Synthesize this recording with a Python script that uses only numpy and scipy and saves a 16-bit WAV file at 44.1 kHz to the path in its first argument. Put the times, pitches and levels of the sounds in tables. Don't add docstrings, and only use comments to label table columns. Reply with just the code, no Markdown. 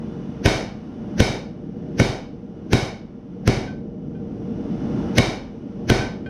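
import sys
import numpy as np
from scipy import signal
from scipy.fft import rfft, irfft, next_fast_len
from scipy.io import wavfile
from scipy.ndimage import uniform_filter1d, minimum_filter1d

SR = 44100
rng = np.random.default_rng(int(sys.argv[2]) if len(sys.argv) > 2 else 0)


def materialize(psi):
    bounded = np.clip(np.atleast_2d(psi).T, -1, 1)
    quanta = np.round(bounded * 32767).astype(np.int16)
    wavfile.write(sys.argv[1], SR, quanta)


N = 277389
SIZE = 2 ** 15
T = np.arange(SIZE) / SR


# start in seconds, force in dB, crack level in dB, brightness in dB per octave,
# anvil clang level in dB, steel partials level in dB, level of the swell into the crack in dB.
HAMMER_BLOWS = [(0.46, -5, -9.5, -0.5, -22, -40, -0.5), (1.203, 0.5, -9, 0, -28, -34, 2.5),
                (1.9998, 3, -11, -0.8, -25, -39.5, 1), (2.7325, 4.5, -8, 0, -20, -33, 2.5),
                (3.477, 5.5, -5.5, -1.5, -35.5, -54, -2.5), (5.1832, -2.5, -3.5, -1, -30, -33, 2),
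                (5.9005, 1.5, -7, -1.9, -18, -56, -0.5)]
THUMP_DB, ROOM_DB = -7, -21
METAL_GROWTH = 0.34


def hammer(change=0.82):
    out = np.zeros(N)
    walls = noise(ROOM_SPECTRUM, SIZE)
    for s, force_db, crack_db, tilt_db, clang_db, steel_db, swell_db in HAMMER_BLOWS:
        crack = amp(crack_db) * contact(tilt_db) * amp(-60 * T / 0.013)
        clang = amp(clang_db) * anvil(scatter_db=0.5, choke=5.1)
        steel = amp(steel_db) * steel_partials()
        room = amp(ROOM_DB) * room_tail(walls, change, tilt_db)
        ringing = diffused(clang, wet_db=0.0) + diffused(steel, wet_db=1)
        metal = echoed(crack) + ringing + room
        add(out, s, amp(METAL_GROWTH * force_db) * metal)
        add(out, s + 0.00155, amp(THUMP_DB + force_db) * echoed(thump()))
        add(out, s - T.mean(), amp(swell_db) * lead_in())
    return out


# frequency in Hz, relative level in dB per Hz.
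CRACK_SPECTRUM = [(200, -6.5), (700, -9.5), (1150, -4), (1700, 5.5), (2200, 0.5), (2700, -6), (3200, 0.5),
                  (4000, -16), (6200, -8), (7200, -18.5), (10000, -16.5), (11500, -35), (15500, -46)]


def contact(tilt_db):
    return metallic(noise(CRACK_SPECTRUM, SIZE), tilt_db)


# centre in Hz, half-width of the bell curve in Hz, lift in dB.
CLANK_RESONANCES = [(1480, 92, 2.5), (2270, 184, 10), (3046, 340, 5.5), (3750, 240, 9), (4340, 370, 6),
                    (4820, 110, 3.5), (5155, 250, 6.5), (5890, 270, 2), (9620, 220, 7)]


def metallic(x, tilt_db):
    hz = np.fft.rfftfreq(len(x), 1 / SR)
    lift_db = sum(db * np.exp(-2 * ((hz - centre) / width) ** 2)
                  for centre, width, db in CLANK_RESONANCES)
    octaves_above_2k = np.log2(np.maximum(hz / 2000, 1))
    coloured = rfft(x) * amp(lift_db + tilt_db * octaves_above_2k)
    return unit(irfft(coloured, len(x)))


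# frequency in Hz, relative level in dB, t60 in seconds.
ANVIL_MODES = [(1535, 1, 0.27), (1650, -21, 0.1), (2020, -22, .2), (2430, -10.5, 0.2), (2830, -20.5, 0.15),
               (3180, -12.5, 0.18), (3865, -25, 0.2), (4320, -19.5, .13), (5000, -24, 0.2),
               (6912, -31, .08)]


def anvil(scatter_db, choke=1):
    return ring(ANVIL_MODES, scatter_db, choke)


# frequency in Hz, relative level in dB, t60 in seconds.
STEEL_MODES = [(990, -9.5, 0.34), (1063, -5, 0.45), (1490, -3, 0.33), (2140, -2, .4), (2195, -6.5, 0.33),
               (2197, -2.5, 0.4), (2240, -4, 0.28), (2301, -2.5, .38), (2336, -4, 0.48), (3086, -2.5, 0.36),
               (3656, -3, .33), (3745, -4.5, 0.28), (3870, 1, 0.28), (3900, -7, .3), (4370, -10.5, 0.26),
               (5160, -5, 0.3), (7160, -24.5, .35), (11174, -25.5, 0.28), (12825, -32, .3)]


def steel_partials():
    return ring(STEEL_MODES, scatter_db=2)


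# frequency in Hz, relative level in dB, t60 in seconds.
STUMP_MODES = [(48, -22, 0.51), (95.4, -6, 0.065), (119.7, 1, 0.13), (172.4, 0.5, 0.098), (199, -3, 0.12),
               (217.2, -1, 0.12), (279.2, 0.5, 0.068), (337.5, 2, 0.047), (398, -4, 0.047),
               (438, -6, 0.052), (487, -7, 0.068)]
# frequency in Hz, relative level in dB, t60 in seconds.
ROCK_MODE = (122, 0, 0.052)
# frequency in Hz, relative level in dB, t60 in seconds.
BOOM_MODES = [(114.8, 0.5, 0.77), (286.5, 5, 0.17), (355, -4.5, 0.15), (390, 7, 0.32), (448, -3.5, 0.35),
              (554, -8, 0.49), (602, -4.5, .5), (632, -11, 0.3), (745, 1, 0.46), (801, -6.5, 0.53),
              (932, -11.5, 0.28)]
ROCK_AFTER_S = 0.091


def thump():
    body = ring(STUMP_MODES) * (1 - np.exp(-T / 0.0018))
    boom = amp(-21.0) * ring(BOOM_MODES, scatter_db=1.0) * (1 - np.exp(-T / 0.032))
    settling = ring([ROCK_MODE]) * (1 - np.exp(-T / 0.0046))
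    add(body, ROCK_AFTER_S, settling)
    return body + boom


# frequency in Hz, relative level in dB per Hz.
RUSH_SPECTRUM = [(40, -8), (300, 0), (600, 3), (1200, -9), (1550, 6), (2400, 0.5), (3500, -6), (6200, -0.5),
                 (7300, -30.5), (12000, -20.5), (15500, -61)]
# frequency in Hz, relative level in dB per Hz.
PUSH_SPECTRUM = [(20, -27), (50, -9.5), (110, 1), (300, -5), (480, -8), (650, -15), (1200, -38.5),
                 (5000, -65)]
RUSH_DB, PUSH_DB = -19.5, -12.5


def lead_in():
    rush = amp(RUSH_DB) * swell(RUSH_SPECTRUM, rise_t60=0.046, fall_t60=0.019)
    push = amp(PUSH_DB) * swell(PUSH_SPECTRUM, rise_t60=0.049, fall_t60=0.079)
    return rush + push


# start in seconds, level in dB.
LIGHT_TOUCHES = [(3.675, -33), (4.148, -51.5), (5.987, -36), (6.008, -29.5), (6.26, -36.5)]


def touches():
    out = np.zeros(N)
    for s, db in LIGHT_TOUCHES:
        tick = amp(-2) * contact(tilt_db=-8) * amp(-60 * T / 0.051)
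        ping = diffused(anvil(scatter_db=1), wet_db=-17.5)
        soft_onset = 1 - np.exp(-T / 0.0019)
        add(out, s, amp(db) * (ping + tick) * soft_onset)
    return out


# frequency in Hz, relative level in dB per Hz.
ROOM_SPECTRUM = [(30, 13), (60, 6), (110, 2.5), (300, 13), (520, 11.5), (790, 7), (950, 3), (1250, -2),
                 (1900, 0.5), (2600, -5), (4000, -8), (6200, -4.5), (7200, -17), (10000, -19),
                 (11000, -24.5), (15500, -38.5)]


def room_tail(walls, change, tilt_db):
    answer = walls + change * noise(ROOM_SPECTRUM, SIZE)
    return reverberation(metallic(answer, tilt_db))


# frequency in Hz, t60 in seconds.
GARAGE_DECAY = [(60, 1), (200, 0.3), (700, 0.45), (2000, 0.36), (5000, 0.34), (9000, 0.24), (15000, 0.25)]


def reverberation(x, level_s=0.15, rise=0.0032):
    hz, t, z = signal.stft(x, SR, nperseg=256)
    fading_s = np.hypot(t, level_s) - level_s
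    z = z * amp(-60 * fading_s / read(GARAGE_DECAY, hz)[:, None])
    return signal.istft(z, SR, nperseg=256)[1][:SIZE] * (1 - np.exp(-T / rise))


# delay in seconds, level in dB.
FIRST_ECHOES = [(.0027, -12), (.0075, -15), (0.0125, -19.5), (0.0394, -25.5), (.0495, -18)]


def echoed(x, edge_hz=7500):
    out = x.copy()
    dull = signal.sosfilt(signal.butter(2, edge_hz, fs=SR, output="sos"), x)
    for delay, db in FIRST_ECHOES:
        add(out, delay, amp(db) * dull)
    return out


def diffused(x, wet_db):
    tail = rng.standard_normal(SIZE) * amp(-60 * T / 0.36)
    tail = tail / np.linalg.norm(tail)
    return x + amp(wet_db) * signal.fftconvolve(x, tail)[:SIZE]


# time in seconds, level in dB before gain control.
RUMBLE_LEVEL = [(0, -35.5), (.85, -37.5), (1.55, -31.5), (3.3, -33.5), (3.75, -25.5), (4.4, -30.5),
                (5.1, -37), (6.29, -30)]
# frequency in Hz, relative level in dB per Hz.
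RUMBLE_SPECTRUM = [(12, -55.5), (20, -30.5), (37, -13), (92, -11), (215, -0.5), (249, -3.5), (375, -11.5),
                   (425, -19), (465, -7), (525, -25), (602, -17), (675, -31), (770, -27), (1000, -57),
                   (1300, -65.5), (2200, -120)]
# frequency in Hz, relative level in dB per Hz.
HISS_SPECTRUM = [(400, -35.5), (750, 0.5), (950, -6), (1400, -11), (1800, -15.5), (2400, -18.5),
                 (3000, -19.5), (4200, -27), (5900, -23), (7300, -43.5), (9800, -41.5), (11000, -47.5),
                 (15500, -66.5)]
# frequency in Hz, half-width in Hz, level in dB against the hiss.
BURNER_WHISTLES = [(1400, 45, -17), (2930, 110, -18), (3480, 40, -24)]
HISS_DB = -55.5


def forge():
    s, rumble_db = np.transpose(RUMBLE_LEVEL)
    level_db = np.interp(np.arange(N) / SR, s, rumble_db)
    rumble = amp(level_db) * noise(RUMBLE_SPECTRUM, N)
    whistles = sum(amp(db) * whistle(hz, width) for hz, width, db in BURNER_WHISTLES)
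    jet = noise(HISS_SPECTRUM, N) + whistles
    return rumble + amp(HISS_DB) * jet


def whistle(hz, width):
    offset = (np.fft.rfftfreq(N, 1 / SR) - hz) / width
    return unit(irfft(rfft(rng.standard_normal(N)) * np.exp(-2 * offset ** 2), N))


def ring(modes, scatter_db=0, choke=1):
    hz, db, t60 = np.transpose(modes)[:, :, None]
    db = db + scatter_db * rng.standard_normal(hz.shape)
    decay = amp(db - 60 * T * choke / t60)
    return (decay * np.sin(2 * np.pi * hz * T)).sum(0)


def swell(spectrum, rise_t60, fall_t60):
    t = T - T.mean()
    return noise(spectrum, SIZE) * amp(-60 * np.maximum(-t / rise_t60, t / fall_t60))


def noise(spectrum, size):
    length = next_fast_len(size, real=True)
    hz = np.fft.rfftfreq(length, 1 / SR)
    shaped = rfft(rng.standard_normal(length)) * amp(read(spectrum, hz))
    return unit(irfft(shaped, length)[:size])


def amp(db):
    return 10 ** (np.asarray(db) / 20)


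def unit(x):
    return x / np.sqrt(np.mean(x ** 2) + 1e-20)


def read(points, hz):
    f, value = np.transpose(points)
    return np.interp(np.log(hz + 1), np.log(f + 1), value)


def add(mix, s, sound):
    part = mix[round(s * SR):][:len(sound)]
    part += sound[:len(part)]


AIM_DB, START_GAIN_DB, MOST_GAIN_DB = -11.5, 5.5, 13
HOLD_S, RECOVER_DB_PER_S = 0.49, 17


def gain_control(x):
    power = uniform_filter1d((x ** 2).mean(0), size=1765)
    power_db = 10 * np.log10(abs(power) + 1e-12)
    wanted_db = np.minimum(AIM_DB - power_db, MOST_GAIN_DB)
    wanted_db[0] = START_GAIN_DB
    half = round(HOLD_S * SR / 2)
    held_db = minimum_filter1d(wanted_db, 2 * half + 1, origin=half, mode="nearest")
    climb_db = RECOVER_DB_PER_S * np.arange(N) / SR
    return x * amp(np.minimum.accumulate(held_db - climb_db) + climb_db)


def scene():
    return (hammer() + touches() + forge())[None]


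EDGE_HZ = 15700


def record(dry, ceiling=0.9):
    thinned = signal.sosfilt(signal.butter(2, 35, "highpass", fs=SR, output="sos"), dry)
    levelled = gain_control(thinned)
    allowed = np.minimum(1, ceiling / (abs(levelled) + 1e-9))
    limited = levelled * uniform_filter1d(minimum_filter1d(allowed, size=129), size=129)
    lowpass = signal.firwin(511, EDGE_HZ, window=("kaiser", 9), fs=SR)
    return signal.oaconvolve(limited, lowpass[None], "same")


dry = scene()
out = record(dry)
materialize(out)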